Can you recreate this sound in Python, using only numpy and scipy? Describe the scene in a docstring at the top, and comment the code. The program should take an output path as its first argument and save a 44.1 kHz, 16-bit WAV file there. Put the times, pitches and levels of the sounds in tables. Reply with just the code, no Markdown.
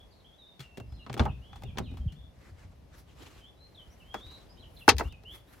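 """Small birds whistle in the trees, near and far, over a quiet street and the rumble of a hand-held microphone.
A car door is opened: the handle ticks, the latch lets go, the door booms, its check strap clunks and it meets
a rubber stop. Soft steps fall, clothes rustle, then a hand snaps the sun visor out of its seat, close by.
Birds are gliding sine notes with echoes; door and visor are struck sets of fading tones and noise;
booms and footsteps are low fading tones; cloth, rumble and street are coloured noise."""
import sys
import numpy as np
from scipy import signal
from scipy.fft import rfft, irfft, next_fast_len
from scipy.io import wavfile
from scipy.ndimage import uniform_filter1d, map_coordinates

SR = 44100
rng = np.random.default_rng(int(sys.argv[2]) if len(sys.argv) > 2 else 0)


def dump_mix(stems):
    """Bounce the given channels to the path in sys.argv[1] as a 16-bit WAV at rate SR."""
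    frames = np.atleast_2d(stems).T  # one column per channel
    limited = np.clip(frames, -1, 1)  # hard clip at full scale
    pcm = np.round(limited * 32767).astype(np.int16)
    wavfile.write(sys.argv[1], SR, pcm)


N = 246959  # length in samples
TOP_HZ = 16500  # upper limit of the sound

# colour of the low rumble, used for handling and under booms and footsteps: pitch_hz, relative level_db per Hz
RUMBLE = [(20, -12.5), (40, 4), (60, 8.5), (90, 3), (150, -4.5), (265, -13.5), (600, -47), (1300, -73.5)]

# ways of touching: ring factor of the clicks (1 = full ring), treble edge in Hz, swell in s
# an edge above half the sample rate takes away almost no treble
TICK = (0.39, 42000, .0001)
CLUNK = (1, 5700, .0001)
SCRAPE = (1.6, 17000, 0.0011)
TAP = (0.81, 30000, .0001)
SNAP = (0.66, 10700, 0.00074)
CLICK = (0.3, 28000, .0001)
THUD = (0.92, 690, 0.00026)
STOP = (0.29, 1300, .0001)

# unsteadiness of near and far calls, and of the fast tremble in both, as shares of the pitch
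FLUTTER, FAR_FLUTTER, TREMBLE = .009, .028, .007
FLUTTERS_PER_S, TREMBLES_PER_S = 140, 500


def amp(db):
    """Decibels to gain."""
    return 10 ** (np.asarray(db) / 20)


def unit(x):
    """x scaled to an rms of 1."""
    return x / np.sqrt(np.mean(x ** 2) + 1e-20)


def along(points, hz):
    """Values of (Hz, value) points, read between them on a log pitch axis."""
    f, v = np.transpose(points)
    return np.interp(np.log(hz + 1), np.log(f + 1), v)


def curves(rows):
    """One value per sample for each column after the time."""
    s, *cols = np.transpose(rows)
    return [np.interp(np.arange(N) / SR, s, c) for c in cols]


def wobble(rate):
    """A smooth random curve through `rate` random points a second."""
    points = rng.standard_normal(int(N * rate / SR) + 4)
    return map_coordinates(points, [np.arange(N) * rate / SR])


def filtered(x, gain):
    """x times a gain that depends on frequency."""
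    size = next_fast_len(x.shape[-1] + 2048)
    spectrum = rfft(x, size) * gain(np.fft.rfftfreq(size, 1 / SR))
    return irfft(spectrum, size)[..., :x.shape[-1]]


def add(track, s, sound):
    """Mix a sound into a track at time s, cut off at the end of the track."""
    part = track[..., round(s * SR):][..., :sound.shape[-1]]
    part += sound[..., :part.shape[-1]]


def stereo(pair, side_db, left_db):
    """Left and right from a middle and a side signal; left_db is the lead of the left ear."""
    mid, side = pair[0], amp(side_db) * pair[1]
    return np.array([(mid + side) * amp(left_db / 2), (mid - side) * amp(-left_db / 2)])


def placed(pair, side_db, left):
    """Stereo with a balance that depends on frequency."""
    return filtered(stereo(pair, side_db, 0), lambda hz: amp(np.outer([.5, -.5], along(left, hz))))


def noise(spectrum, size=N):
    """Two unrelated noises of the same colour, with a joint rms of 1."""
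    white = rng.standard_normal((2, size))
    return unit(filtered(white, lambda hz: amp(along(spectrum, hz))))


def fading(x, decay, stretch):
    """Each frequency of x dies at its own speed; stretch multiplies all the decay times."""
    hz, t, z = signal.stft(x, SR, nperseg=256)
    z = z * amp(-60 * t / (stretch * along(decay, hz)[:, None]))
    return signal.istft(z, SR, nperseg=256)[1][:, :x.shape[-1]]


def echo(x, decay):
    """A diffuse tail, different at each ear, 5 ms after the direct sound: x smeared by fading noise."""
    tail = fading(rng.standard_normal((2, SR // 2)), decay, 0.4)
    tail = np.pad(tail / np.linalg.norm(tail[0]), ((0, 0), (SR // 200, 0)))
    return signal.fftconvolve(np.atleast_2d(x), tail, axes=1)[:, :N]


def background():
    """Lumpy handling rumble over the hush of the street and faint cloth rustle, all coloured noise."""
    # handling of the microphone and the moving door: time_s, level_db of the rumble between its lumps
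    handling = [(0.0, -60.5), (0.51, -77), (0.97, -50.5), (1.15, -73), (1.26, -34), (1.46, -57.5),
                (1.65, -46), (1.9, -43), (2.01, -45), (2.26, -56.5), (3.17, -56), (3.49, -61), (4.8, -58),
                (5.05, -52), (5.36, -58.5), (5.6, -63.5)]
    # slow swells of the street hush and of faint cloth rustle: time_s, change of level_db
    hush_swells = [(0, 3.5), (.5, 1.5), (1.5, 4.5), (2.3, 1.5), (2.8, 2), (3.7, 2.5), (4.6, 6), (5.2, 2.5),
                   (5.6, 1.5)]
    # colour of the hush: pitch_hz, relative level_db per Hz
    hush_colour = [(25, -9.5), (85, -6.5), (400, -11.5), (620, -11.5), (1400, -24), (3400, -28),
                   (5500, -32), (8000, -39), (12000, -37), (16000, -48.5)]
    lump_db, lumps_per_s, hush_db = 3.5, 39, -66
    rumble_db, = curves(handling)
    swell_db, = curves(hush_swells)
    lumpy_db = rumble_db + lump_db * np.abs(wobble(lumps_per_s))
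    rumble = amp(lumpy_db) * stereo(noise(RUMBLE), side_db=-14, left_db=0.2)
    hush = stereo(noise(hush_colour), side_db=-2.5, left_db=1.5)
    return rumble + amp(hush_db + swell_db) * hush


def birds():
    """Near calls bounce off a house and scatter among the trees; of far calls only the scatter arrives."""
    # rising whistles: start_s, length_s, start_hz, end_hz, level_db
    rises = [(0, 0.017, 3200, 3450, -61), (0.242, 0.037, 3070, 3480, -64.5), (0.291, .022, 3170, 3300, -69),
             (0.328, 0.022, 3240, 3570, -66.5), (0.877, 0.11, 5080, 5070, -78),
             (1.413, 0.066, 2680, 3410, -67), (1.489, 0.081, 3220, 3490, -67),
             (2.007, 0.024, 3110, 3240, -69), (3.428, 0.07, 3010, 3530, -60.5),
             (3.563, 0.048, 3750, 4140, -74), (3.599, 0.075, 4090, 4150, -63.5),
             (3.898, 0.044, 5300, 6200, -72), (4.568, 0.026, 2910, 3270, -65.5),
             (5.043, 0.026, 2600, 2940, -56.5), (5.081, 0.035, 3300, 3740, -63),
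             (5.245, 0.11, 2710, 3503, -53), (5.472, 0.031, 3610, 4070, -73.5)]
    # falling whistles: start_s, length_s, start_hz, end_hz, level_db
    falls = [(0.378, 0.085, 3990, 3590, -62), (0.459, 0.066, 3860, 3620, -62),
             (0.627, 0.055, 2870, 2700, -63), (0.666, 0.18, 2754, 2710, -67),
             (0.991, 0.046, 2990, 2740, -62), (1.28, 0.028, 3020, 2560, -56.5),
             (1.682, 0.0333, 2960, 2300, -66.5), (1.854, 0.048, 3380, 2470, -63.5),
             (3.407, 0.035, 3300, 3040, -64), (3.771, 0.054, 3680, 3000, -57),
             (3.998, 0.039, 3120, 2620, -62), (4.6, 0.019, 4170, 3950, -64),
             (4.806, 0.027, 3170, 2670, -54), (5.111, .042, 3150, 2470, -58.5)]
    # short diving chirps: start_s, length_s, start_hz, end_hz, level_db
    dives = [(0.113, 0.023, 4780, 3350, -70), (.16, 0.013, 4460, 3800, -70),
             (0.199, 0.01, 4300, 3100, -67.5), (1.669, 0.022, 3400, 2930, -62),
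             (1.823, 0.04, 3900, 3180, -66), (2.075, 0.016, 3320, 2580, -59.5),
             (3.746, 0.0188, 4180, 3040, -60.5), (4.622, 0.025, 3470, 2470, -58.5),
             (4.764, 0.014, 4380, 3050, -57.5), (4.795, .016, 3500, 3150, -60)]
    # trembling calls from far off: start_s, length_s, start_hz, end_hz, level_db before the scatter
    far_calls = [(0.098, 0.02, 4650, 4550, -70), (.13, 0.022, 4400, 3900, -80),
                 (0.917, 0.13, 4180, 3750, -69.5), (0.952, .04, 3650, 3200, -72),
                 (1.286, 0.037, 3000, 3730, -64.5), (1.456, 0.089, 3010, 3390, -72),
                 (1.631, .05, 3600, 3400, -64.5), (1.637, 0.021, 2650, 2700, -59.5),
                 (1.818, 0.096, 4050, 3550, -66.5), (1.874, 0.08, 3100, 2600, -71),
                 (2.138, .13, 3430, 3500, -66), (4.229, 0.14, 3850, 4130, -59),
                 (4.482, 0.031, 4780, 5190, -58), (4.565, 0.042, 3700, 4080, -61),
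                 (4.64, 0.026, 3320, 2700, -65), (4.762, 0.017, 4100, 3580, -59),
                 (5.087, 0.025, 3670, 3030, -66), (5.29, .07, 3140, 3480, -74)]
    # the echo of the trees fades as the microphone moves into the cab: time_s, level_db
    tree_echo = [(2.2, 0), (3.4, -3.5), (5.2, -4)]
    near, far, house = np.zeros((3, N))
    # the bend: rises flatten at the top, falls flatten on landing, dives steepen to the end
    for track, calls, bend, flutter in [(near, rises, 1.4, FLUTTER), (near, falls, 2.2, FLUTTER),
                                        (near, dives, .6, FLUTTER), (far, far_calls, 1, FAR_FLUTTER)]:
        for s, length, start_hz, end_hz, db in calls:
            add(track, s, amp(db) * whistle(length, start_hz, end_hz, bend, flutter))
    near = (near + long_whistle()) * amp(1.2 * wobble(80))  # the level flickers
    add(house, .024, amp(-16.5) * near)  # one reflection, 24 ms late
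    echo_db, = curves(tree_echo)
    # the tail's decay is given as (Hz, s); echo() shortens it
    scatter = echo(near + far, [(2000, 0.94), (6000, 0.46)])
    return near + house + amp(echo_db) * scatter


def whistle(length, start_hz, end_hz, bend, flutter):
    """A fluttering note that glides from one pitch to another."""
    left = np.linspace(1, 0, round(length * SR))  # share of the glide still to go
    pitch = end_hz + (start_hz - end_hz) * left ** bend
    return unit(signal.windows.tukey(len(left), .3) * warble(pitch, flutter))


def warble(pitch, flutter):
    """A sine on a pitch track, with a slow flutter and a fast tremble."""
    def waver(rate):
        """A smooth random curve as long as the note."""
        return map_coordinates(rng.standard_normal(256), [np.arange(len(pitch)) * rate / SR], mode="mirror")

    hz = pitch * (1 + flutter * waver(FLUTTERS_PER_S) + TREMBLE * waver(TREMBLES_PER_S))
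    return np.sin(2 * np.pi * np.cumsum(hz) / SR)


def long_whistle():
    """One held note that climbs in steps to a high plateau while its loudness rises and dips."""
    # the path of the note: time_s, pitch_hz, peak level_db
    note_path = [(4.035, 2950, -65), (4.075, 3150, -67), (4.124, 3280, -49), (4.204, 3420, -56.5),
                 (4.239, 3780, -48.5), (4.299, 3900, -60.5), (4.35, 3920, -51.5), (4.385, 3890, -65)]
    s, hz, db = np.transpose(note_path)
    track, t = np.zeros(N), np.arange(s[0], s[-1], 1 / SR)
    note = warble(np.interp(t, s, hz), FLUTTER) * signal.windows.tukey(len(t), .05)
    add(track, s[0], amp(np.interp(t, s, db)) * note)
    return track


def strikes(groups, modes, colour, decay, modes_db, crack_db, click_from_hz):
    """Each contact rings a body with a low knock, a middle clack and a high click.

    The way of touching sets attack, brightness and ring."""
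    track, t = np.zeros((2, N)), np.arange(SR // 3) / SR
    hz, mode_db, t60 = np.transpose(modes)[:, :, None]
    start = rng.uniform(0, 2 * np.pi, hz.shape)
    # each mode reaches one ear a little early
    phase = np.array([start, start + rng.choice([-1, 1], hz.shape) * np.pi / 2])
    band_edges = [(130, 700), (700, click_from_hz), (click_from_hz, TOP_HZ)]
    bands = [signal.butter(3, edges, "band", fs=SR, output="sos") for edges in band_edges]
    crack = 1 + amp(crack_db) * np.exp(-t / .006)  # the contact itself stands out for some 6 ms
    for contacts, (ring, edge_hz, swell) in groups:
        onset = 1 - np.exp(-t / swell)  # sliding contacts build up, hard ones start almost at once
        # soft contacts lack the top treble
        softness = signal.butter(2, min(edge_hz, SR / 2 - 1), fs=SR, output="sos")
        stretches = [1, min(ring, 1) ** .5, ring]  # the ring factor acts most on the click
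        for s, knock_db, clack_db, click_db in contacts:
            strength = amp(mode_db + rng.normal(0, 1, phase.shape))
            strength = strength / np.linalg.norm(strength[0])
            # contacts in quick succession feed the same swing of each mode
            waves = strength * np.sin(2 * np.pi * hz * (t + s) + phase)
            dense = noise(colour, size=len(t))
            for band, db, stretch in zip(bands, [knock_db, clack_db, click_db], stretches):
                tones = np.sum(waves * amp(-60 * t / (t60 * stretch)), axis=1)
                body = crack * fading(dense, decay, stretch) + amp(modes_db) * tones
                part = signal.sosfilt(np.vstack([band, softness]), onset * body)
                # the first 20 ms set the level
                attack_rms = np.sqrt(np.mean(part[:, :SR // 50] ** 2, axis=1, keepdims=True))
                add(track, s, amp(db) * part / attack_rms)
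    return track


def door():
    """Handle, latch and check strap rattle the door: struck modes plus the latch plate's own rings."""
    # single tones of the door: pitch_hz, relative level_db, base t60_s (time to fall by 60 dB)
    tones = [(210.8, 2.5, 0.13), (383, 9.5, 0.11), (497.4, 3, 0.12), (620, -5.5, 0.18), (760, -15, 0.12),
             (827, 6.5, 0.09), (1219, 1.5, 0.086), (1506, -6.5, 0.078), (1520, -23, 0.16),
             (2243, -58, 0.064), (2714, -28, 0.11), (3380, 9, 0.028), (4190, -6, 0.065), (4700, -39, 0.1)]
    # its dense tones, too close to tell apart: pitch_hz, relative level_db per Hz
    colour = [(120, 10.5), (550, -5), (850, -1.5), (1240, -2), (1800, -15), (2700, -18), (3600, -21.5),
              (5000, -24.5), (7400, -27.5), (11000, -33), (16000, -34)]
    # how fast the dense tones die: pitch_hz, base t60_s
    decay = [(200, 0.27), (800, 0.11), (3000, 0.17), (12000, 0.11)]
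    # small hard parts of handle, latch and hinge: start_s, knock_db, clack_db, click_db
    ticks = [(.7726, -48, -56, -55.5), (.779, -46, -64, -58), (.8, -46.5, -53.5, -59.5),
             (1.129, -60, -55, -51), (1.141, -44, -59, -47), (1.2535, -52, -52, -53),
             (1.6215, -69, -53.5, -63), (1.635, -46, -56, -55.5), (1.784, -55, -41.5, -40)]
    # the latch lets go and the check strap takes up: start_s, knock_db, clack_db, click_db
    clunks = [(1.0635, -50.5, -49, -59), (1.097, -43, -43.5, -52), (1.167, -40.5, -47, -61),
              (1.195, -35, -29.5, -37), (1.2005, -28, -31, -56), (1.5305, -71, -52, -60.5),
              (1.773, -44, -45, -47.5), (1.7825, -41, -41, -49)]
    # the padded door rebounds on its seal and strap: start_s, knock_db, clack_db, click_db
    thuds = [(1.212, -33, -58, -58), (1.2245, -55, -44, -60), (1.2545, -51, -39, -47),
             (1.2615, -39, -34, -50), (1.277, -58, -49, -64), (1.757, -50.5, -59, -65),
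             (1.8, -37, -50, -67)]
    # handle, seal and hinge slide: start_s, knock_db, clack_db, click_db
    scrapes = [(.593, -56, -67, -55.5), (.603, -59.5, -71, -50), (.921, -57, -64, -68),
               (1.175, -44, -44, -50), (1.557, -62, -54, -60.5), (1.91, -51.5, -64, -70),
               (1.938, -52.5, -62.5, -69), (1.97, -63, -56.5, -60.5), (2.121, -80, -68, -62)]
    # how much louder the door is at the left ear: pitch_hz, level_db
    left = [(60, -5.5), (180, 0.5), (550, -0.5), (1650, -0.5), (4970, 5), (15000, -3)]
    groups = [(ticks, TICK), (clunks, CLUNK), (thuds, THUD), (scrapes, SCRAPE), (rattle(count=7), TICK)]
    pair = strikes(groups, tones, colour, decay, modes_db=-2.5, crack_db=5.5, click_from_hz=1920)
    return placed([pair[0] + latch_ring(), pair[1]], side_db=-6.0, left=left)


def latch_ring():
    """The steel latch plate swells into a short ring when the pawl strikes it."""
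    # rings of the plate: start_s, peak level_db, pitch_hz, t60_s
    rings = [(1.195, -28, 1199, 0.022), (1.195, -24.5, 3570, 0.017), (1.2605, -23, 856, 0.035)]
    swell_cycles = 1.7
    track, t = np.zeros(N), np.arange(SR // 4) / SR
    for s, db, hz, t60 in rings:
        shape = (1 - np.exp(-t * hz / swell_cycles)) * amp(-60 * t / t60)
        add(track, s, amp(db) * shape / shape.max() * np.sin(2 * np.pi * hz * t))
    return track


def rattle(count):
    """Loose parts chatter while the latch drags off its striker: faint contacts at random moments."""
    from_s, to_s, spread_db = 1.2, 1.255, 3.5
    s = rng.uniform(from_s, to_s, count)
    size_db = spread_db * rng.standard_normal((count, 1))
    return np.column_stack([s, size_db + (-62, -72, -64.5)])  # average knock, clack and click in dB


def booms():
    """Door, car body and soft footsteps boom: fading low tones, the lower the slower to start, over rumble."""
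    # low booms of door and car body, and soft footsteps: start_s, peak level_db, pitch_hz, t60_s
    boom_rows = [(0.598, -40, 134, 0.12), (.8, -47, 114.6, 0.93), (.92, -38, 75.4, 0.1),
                 (1.097, -37.5, 124.7, 1), (1.197, -17, 72.7, 0.14), (1.205, -27, 131.6, 0.37),
                 (1.207, -32, 222, 0.19), (1.636, -36, 127, 0.32), (1.793, -39, 108.5, 0.6),
                 (1.802, -44, 175, 0.047), (1.916, -44.5, 271, 0.16), (1.995, -32.5, 70, 0.33),
                 (2.123, -41.5, 145.6, 0.23), (2.181, -40, 67.4, 0.13), (2.232, -46, 84, .2),
                 (2.517, -40, 85.5, 0.13), (2.647, -40, 89.5, 0.13), (4.142, -48.5, 203, 0.23),
                 (4.259, -43.5, 79.6, 0.23), (4.882, -29.5, 95, 0.23), (4.881, -25, 250.2, .07),
                 (4.939, -29.5, 65.7, 0.4), (5.051, -30, 68.2, 0.15)]
    swell_cycles, shudder_db = 0.27, -11  # the shudder is rumble, set against each boom
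    track, swing, t = np.zeros(N), np.zeros(N), np.arange(SR // 2) / SR
    for s, db, hz, t60 in boom_rows:
        shape = (1 - np.exp(-t * hz / swell_cycles)) ** 2 * amp(-60 * t / t60)
        shape = amp(db) * shape / shape.max()
        add(track, s, shape * np.sin(2 * np.pi * hz * t))
        add(swing, s, shape)
    shudder = amp(shudder_db) * swing * noise(RUMBLE)
    return stereo([track + shudder[0], shudder[1]], side_db=-6.0, left_db=2.0)


def stop_thump():
    """The door ends its swing: one soft push whose pitch sinks as the rubber stop gives."""
    middle_s, half_s, peak_db = 2.074, .008, -21
    from_hz, to_hz = 202, 53.7
    t = np.arange(N) / SR - middle_s
    hz = to_hz + (from_hz - to_hz) * (1 - np.tanh(t / half_s + 0.86)) / 2
    swell = amp(peak_db) * np.exp(-(t / half_s) ** 2 / 2)
    push = swell * np.sin(2 * np.pi * np.cumsum(hz) / SR)
    return np.array([push, push])


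def clothes():
    """Cloth rubs and swishes in short strokes, scratchy as the fibres catch; each rasps at its own pitch."""
    # strokes of moving clothes: middle_s, half_length_s, rasp_hz, relative rub_db, relative swish_db
    strokes = [(2.45, 0.054, 1920, -55.5, -76), (2.621, 0.034, 2210, -56, -79),
               (2.724, 0.0089, 1200, -62.5, -92.5), (2.938, 0.02, 1600, -55.5, -84),
               (2.993, 0.025, 5260, -57.5, -64), (3.096, 0.018, 3000, -61.5, -82),
               (3.218, 0.046, 3040, -51.5, -69), (3.332, 0.079, 2730, -54, -70.5),
               (3.916, 0.19, 2080, -63.5, -74), (4.181, 0.025, 1310, -50, -72.5),
               (4.35, 0.082, 3620, -55.5, -72.5), (4.798, 0.067, 2480, -63, -64.5),
               (5.057, 0.024, 900, -50, -64.5), (5.35, 0.037, 2030, -52.5, -60),
               (5.55, 0.048, 1840, -55, -64.5)]
    # colour of the rub: pitch_hz, relative level_db per Hz
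    rub_colour = [(120, -15), (300, 12.5), (650, 1.5), (1100, 4), (1700, -1), (2500, -3), (4000, -5),
                  (8000, -10), (14000, -48.5)]
    # colour of the swish: pitch_hz, relative level_db per Hz
    swish_colour = [(2500, -9), (6000, -9), (11000, 21), (15500, 10.5)]
    grip_db, catch_db = 1.9, 0.5  # scatter of the grip and of single fibres
    rasp_db, rasp_octaves = 6, 0.27  # height and width of the rasp
    track, t = np.zeros((2, N)), np.arange(N) / SR
    catching = unit(amp(grip_db * wobble(60) + catch_db * wobble(900)))
    rub = catching * stereo(patchy(noise(rub_colour), depth_db=1.8), side_db=-4.5, left_db=1.0)
    swish = catching * stereo(noise(swish_colour), side_db=1.5, left_db=-0.5)
    for middle, half, rasp_hz, rub_db, swish_db in strokes:
        span = np.abs(t - middle) < 4 * half
        speed = np.exp(-((t[span] - middle) / half) ** 2 / 2)
        octaves_off = lambda hz: np.log2((hz + 1) / rasp_hz)
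        rasp = lambda hz: amp(rasp_db * np.exp(-(octaves_off(hz) / rasp_octaves) ** 2 / 2))
        rasping = amp(rub_db) * unit(filtered(rub[:, span], rasp))
        add(track, t[span][0], speed * (rasping + amp(swish_db) * swish[:, span]))
    return amp(-4.5) * track


def patchy(x, depth_db):
    """x with short patches of random gain, so that its colour keeps changing."""
    z = signal.stft(x, nperseg=256)[2]
    field = uniform_filter1d(rng.standard_normal(z.shape[1:]), 4, 0)  # smooth over pitch
    field = uniform_filter1d(field, 7, 1)  # smooth over time
    return unit(signal.istft(z * amp(depth_db * unit(field)), nperseg=256)[1][:, :N])


def visor():
    """Fingers tap the visor, it snaps loose and then knocks against its stop, a little off centre."""
    # single tones of the visor and its roof bracket: pitch_hz, relative level_db, base t60_s
    tones = [(310, -5.5, .11), (473, 1.5, .08), (604, -3, .08), (797, 1, .09), (892, 3, .09),
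             (1020, -4, .07), (1347, -2, .06), (1526, -3, .07), (2003, 1, .05), (2239, -6, .06),
             (2374, -4, .06), (2586, -3, .06), (2663, 5, .057), (3182, -6, .06), (3525, -9, .06),
             (4094, -5, .05), (4360, -4, .05), (4628, -8, .06), (4870, -8, .06), (5198, -4, .05),
             (6385, -9, .05), (6640, -12, .05), (7160, -10, .045)]
    # its dense tones, too close to tell apart: pitch_hz, relative level_db per Hz
    colour = [(180, -11.5), (300, 0), (600, -3.5), (900, 3.5), (1850, -3), (2900, -14), (4000, -14),
              (7400, -26), (11000, -22.5), (16000, -17.5)]
    # how fast the dense tones die: pitch_hz, base t60_s
    decay = [(300, 0.16), (1000, 0.09), (4000, 0.12), (12000, 0.07)]
    # fingers and the stop hit the hard rim: start_s, knock_db, clack_db, click_db
    taps = [(4.1418, -46, -38.5, -51.5), (4.879, -25, -22.5, -34), (4.996, -47, -42, -47),
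            (5.008, -42.5, -36.5, -53.5)]
    # the padded panel knocks dully as it is pulled and stopped: start_s, knock_db, clack_db, click_db
    knocks = [(4.1425, -57, -41, -56), (4.147, -46.5, -48.5, -54), (4.8795, -20.5, -15.5, -39),
              (4.996, -40, -38, -58), (5.0085, -34.5, -36, -64)]
    # the visor springs out of its seat: start_s, knock_db, clack_db, click_db
    snaps = [(4.8885, -34.5, -23.5, -22), (4.892, -38, -22, -22)]
    # the detent in its pivot: start_s, knock_db, clack_db, click_db
    clicks = [(4.967, -67.5, -61, -56), (4.983, -64.5, -49, -41), (4.991, -50.5, -55, -45.5),
              (5.124, -63.5, -65.5, -65.5), (5.236, -60, -66.5, -72)]
    # how much louder the visor is at the left ear: pitch_hz, level_db
    left = [(60, 6.0), (150, 5.9), (380, 1.5), (950, 1.2), (2380, 1.8), (5980, 22), (15000, 0.5)]
    lag_s = 2.2e-5  # the nearer microphone port, on the left, hears the visor first
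    groups = [(taps, TAP), (knocks, STOP), (snaps, SNAP), (clicks, CLICK)]
    pair = strikes(groups, tones, colour, decay, modes_db=-0.5, crack_db=-3, click_from_hz=2200)
    lag = lambda hz: np.exp(np.outer([1j, -1j], np.pi * hz * lag_s))
    return filtered(placed(pair, side_db=-7.0, left=left), lag)


def scene():
    """All sources together; the open cab gives every contact a short, dead tail."""
    # how fast the cab's tail dies: pitch_hz, t60_s before echo() shortens it
    cab_decay = [(200, 0.099), (1500, 0.019), (10000, 0.043)]
    contacts = door() + visor()
    cab = amp(-15.5) * echo(contacts, cab_decay)
    return background() + birds() + contacts + cab + booms() + stop_thump() + clothes()


def record(dry):
    """The recorder thins the deepest bass, rounds off the highest peaks and keeps nothing above TOP_HZ."""
    thinned = signal.sosfilt(signal.butter(2, 35, "high", fs=SR, output="sos"), dry)
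    rounded = thinned / (1 + np.abs(thinned) ** 6) ** (1 / 6)
    return filtered(rounded, lambda hz: hz < TOP_HZ)


dry = scene()
out = record(dry)
dump_mix(out)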